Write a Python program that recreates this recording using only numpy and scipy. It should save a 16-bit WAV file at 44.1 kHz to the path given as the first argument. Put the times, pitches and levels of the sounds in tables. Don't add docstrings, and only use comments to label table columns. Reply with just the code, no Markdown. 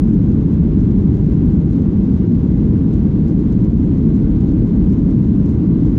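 import sys
import numpy as np
from scipy import signal
from scipy.fft import rfft, irfft
from scipy.io import wavfile
from scipy.ndimage import uniform_filter1d, minimum_filter1d

SR = 44100
rng = np.random.default_rng(int(sys.argv[2]) if len(sys.argv) > 2 else 0)


def master_out(mix):
    frames = np.transpose(np.atleast_2d(mix))
    ceiling = np.clip(frames, -1, 1)
    pcm = np.round(ceiling * 32767).astype(np.int16)
    wavfile.write(sys.argv[1], SR, pcm)


N = 263718
TIMES = np.arange(N) / SR
FREQS = np.maximum(np.arange(N // 2 + 1) * SR / N, 1)


def undb(db):
    return 10 ** (np.asarray(db) / 20)


def level(x, db):
    return x * undb(db) / np.sqrt(np.mean(x ** 2))


def contour(points):
    hz, db = np.transpose(points)
    curve = undb(np.interp(np.log(FREQS), np.log(hz), db))
    return curve * np.minimum(1, hz[-1] / FREQS) ** 4


def resonances(modes):
    lift_db = 0
    for hz, width, db in modes:
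        lift_db = lift_db + db / (1 + (2 * (FREQS - hz) / width) ** 2)
    return undb(lift_db)


def colour(x, gain):
    return irfft(rfft(x) * gain, N)


def noise(gain):
    return colour(rng.standard_normal(N), gain)


def walk(rate):
    slow = np.exp(-np.minimum(FREQS / rate, 20) ** 2)
    return level(noise(slow), 0)


def stereo(mid, side, left_db):
    left = (mid + side) * undb(left_db / 2)
    right = (mid - side) * undb(-left_db / 2)
    return np.array([left, right])


# f/Hz, relative level/dB per Hz
RUMBLE_COLOUR = [(8, -26.5), (28, -14.5), (44, -4.5), (66, -2.5), (98, -5), (135, -7), (160, -1.5),
                 (215, -0.5), (252, -5.5), (310, -6.5), (348, -12.5), (410, -19.5), (500, -26.5),
                 (570, -38.5), (900, -74)]
# f/Hz, side minus mid level/dB
RUMBLE_WIDTH = [(50, -27.5), (120, -31), (200, -30), (280, -23), (400, -21.5), (900, -12.5)]
# f/Hz, width/Hz, lift/dB
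CABIN_MODES = [(47.7, 7.9, 4), (118.6, 22, 5.5), (151.8, 14, 2.5), (188, 75, 2), (269.7, 9.1, 3.5),
               (307, 6.7, 3), (416, 25, 3)]


def rumble(rumble_db=-11.5):
    wall = contour(RUMBLE_COLOUR) * resonances(CABIN_MODES)
    mid = noise(wall)
    side = noise(wall * contour(RUMBLE_WIDTH))
    return level(stereo(mid, side, left_db=0.18), rumble_db)


# f/Hz, rms level/dB
SHAFT_TONES = [(78.5, -29), (276, -36.5)]


def engines(pitch_wander=0.0044, strength_wander_db=3):
    hum = 0
    for hz, db in SHAFT_TONES:
        pitch = hz * (1 + pitch_wander * walk(rate=3.1))
        phase = 2 * np.pi * np.cumsum(pitch) / SR
        strength = undb(strength_wander_db * walk(rate=3))
        hum = hum + level(np.sin(phase) * strength, db)
    return hum


# f/Hz, relative level/dB per Hz
AIR_COLOUR = [(150, -5.5), (480, 3), (700, 0.6), (850, -5.5), (1050, -5.5), (1300, -9.5), (1800, -14.5),
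              (2500, -18), (3900, -23), (5000, -29), (7000, -34.5), (8500, -46), (12400, -53),
              (15000, -72.5)]
# f/Hz, width/Hz, lift/dB
DUCT_MODES = [(603, 24, 5.5), (793, 23, 6), (943, 130, 5), (1140, 50, 2), (1540, 100, 4), (2040, 110, 3.5),
              (3260, 130, 1), (3900, 170, 1)]
# f/Hz, side minus mid level/dB
AIR_WIDTH = [(300, -2), (700, -15.5), (1000, -10.5), (1400, -7), (2300, -5), (4000, -5.5), (7000, -6),
             (13000, 1.5)]


def airflow(air_db=-42, left_db=1.7, flutter_db=0.4):
    ducts = contour(AIR_COLOUR) * resonances(DUCT_MODES)
    mid = noise(ducts)
    side = noise(ducts * contour(AIR_WIDTH))
    flutter = undb(flutter_db * walk(rate=24))
    return level(stereo(mid, side, left_db) * flutter, air_db)


# middle t/s, lift of the crackle level/dB
RUSTLES = [(0.135, 5), (0.54, 5), (0.79, 3), (1.145, 5.5), (1.254, 4), (1.335, 5.5), (1.455, 4.5),
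           (1.727, 8.5), (1.83, 2), (2.144, 2.5), (2.937, 5), (3.284, 4.5), (3.527, 6), (3.65, 5),
           (3.845, 4), (3.996, 3.5), (4.155, 4.5), (4.212, 2.5), (4.49, 5), (4.944, 5), (5.199, 3.5),
           (5.5, 4)]


def crackle_power(crackle_db=-65.5, shake_db=0.8, spread_db=1.7, slip_s=0.0018, rustle_half_s=0.016):
    chance = rng.random(size=(5000, 2))
    places = (chance[:, 0] * N).astype(int)
    slips = np.zeros(N)
    slips[places] = undb(-spread_db * np.log(1 - .995 * chance[:, 1]))
    friction = signal.lfilter([1], [1, -np.exp(-2 / (slip_s * SR))], slips ** 2)
    rustle_db = 0
    for middle, db in RUSTLES:
        rustle_db = rustle_db + db / (1 + ((TIMES - middle) / rustle_half_s) ** 2)
    swell = undb(shake_db * walk(rate=12) + rustle_db)
    return level(np.sqrt(friction) * swell, crackle_db) ** 2


# start t/s, peak level/dB before the shared tick_db is added
TICKS = [(0.0932, -50.5), (0.3177, -53.5), (0.5166, -54), (0.5376, -53), (0.8043, -47.5), (0.8335, -55),
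         (0.9119, -54), (1.3174, -54), (1.5993, -52), (1.8188, -50), (2.141, -49.5), (2.3197, -51),
         (2.9307, -50), (2.9366, -47), (3.037, -54), (3.3942, -49), (3.526, -48), (3.7759, -50),
         (4.1425, -47.5), (4.162, -49), (4.4057, -46), (4.6743, -51), (4.8973, -47.5), (4.9243, -48),
         (5.019, -51), (5.1075, -48), (5.458, -47), (5.4909, -46), (5.8527, -46.5)]


def tick_power(tick_db=-6.0, decay_s=0.006):
    power = np.zeros(N)
    for start, db in TICKS:
        age = TIMES[TIMES >= start] - start
        fade = np.exp(-np.minimum(2 * age / decay_s, 20))
        power[N - len(age):] += undb(db + tick_db) ** 2 * fade
    return power


TRIM_ZONES = [2500, 4000, 5500, 6500, 7100, 7900, 10000, 12000]


def patchy_scrape(patchy_db=1.5, rate=40):
    scrape = 0
    for band in np.eye(len(TRIM_ZONES)):
        gain = np.sqrt(np.interp(FREQS, TRIM_ZONES, band))
        scrape = scrape + noise(gain) * undb(patchy_db * walk(rate))
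    return level(scrape, 0)


# f/Hz, relative level/dB
TRIM_COLOUR = [(800, 0), (2000, 2), (4000, 2), (5000, 0.5), (7000, -2.5), (8500, -12), (10600, -15.5),
               (11450, -20), (12500, -19), (15000, -33)]
# f/Hz, width/Hz, lift/dB
TRIM_MODES = [(5850, 300, 2), (6480, 260, 5), (7020, 260, 4), (7830, 300, 5), (10000, 450, 7),
              (12100, 550, 4)]


def trim(side_db=-7):
    strength = np.sqrt(crackle_power() + tick_power())
    ring = level(contour(TRIM_COLOUR) * resonances(TRIM_MODES), 0)
    mid = colour(strength * patchy_scrape(), ring)
    side = colour(strength * rng.standard_normal(N), ring)
    return stereo(mid, undb(side_db) * side, left_db=3.0)


def scene():
    return rumble() + engines() + airflow() + trim()


def record(dry, ceiling_db=-3.5, hold_s=0.022, top_hz=15300):
    size = int(hold_s * SR) | 1
    peak = np.abs(dry).max(axis=0) + 1e-9
    gain = np.minimum(1, undb(ceiling_db) / peak)
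    gain = minimum_filter1d(gain, size)
    gain = uniform_filter1d(uniform_filter1d(gain, size), size)
    top_cut = signal.ellip(8, .1, 70, top_hz, fs=SR, output="sos")
    return signal.sosfilt(top_cut, dry * gain)


dry = scene()
out = record(dry)
master_out(out)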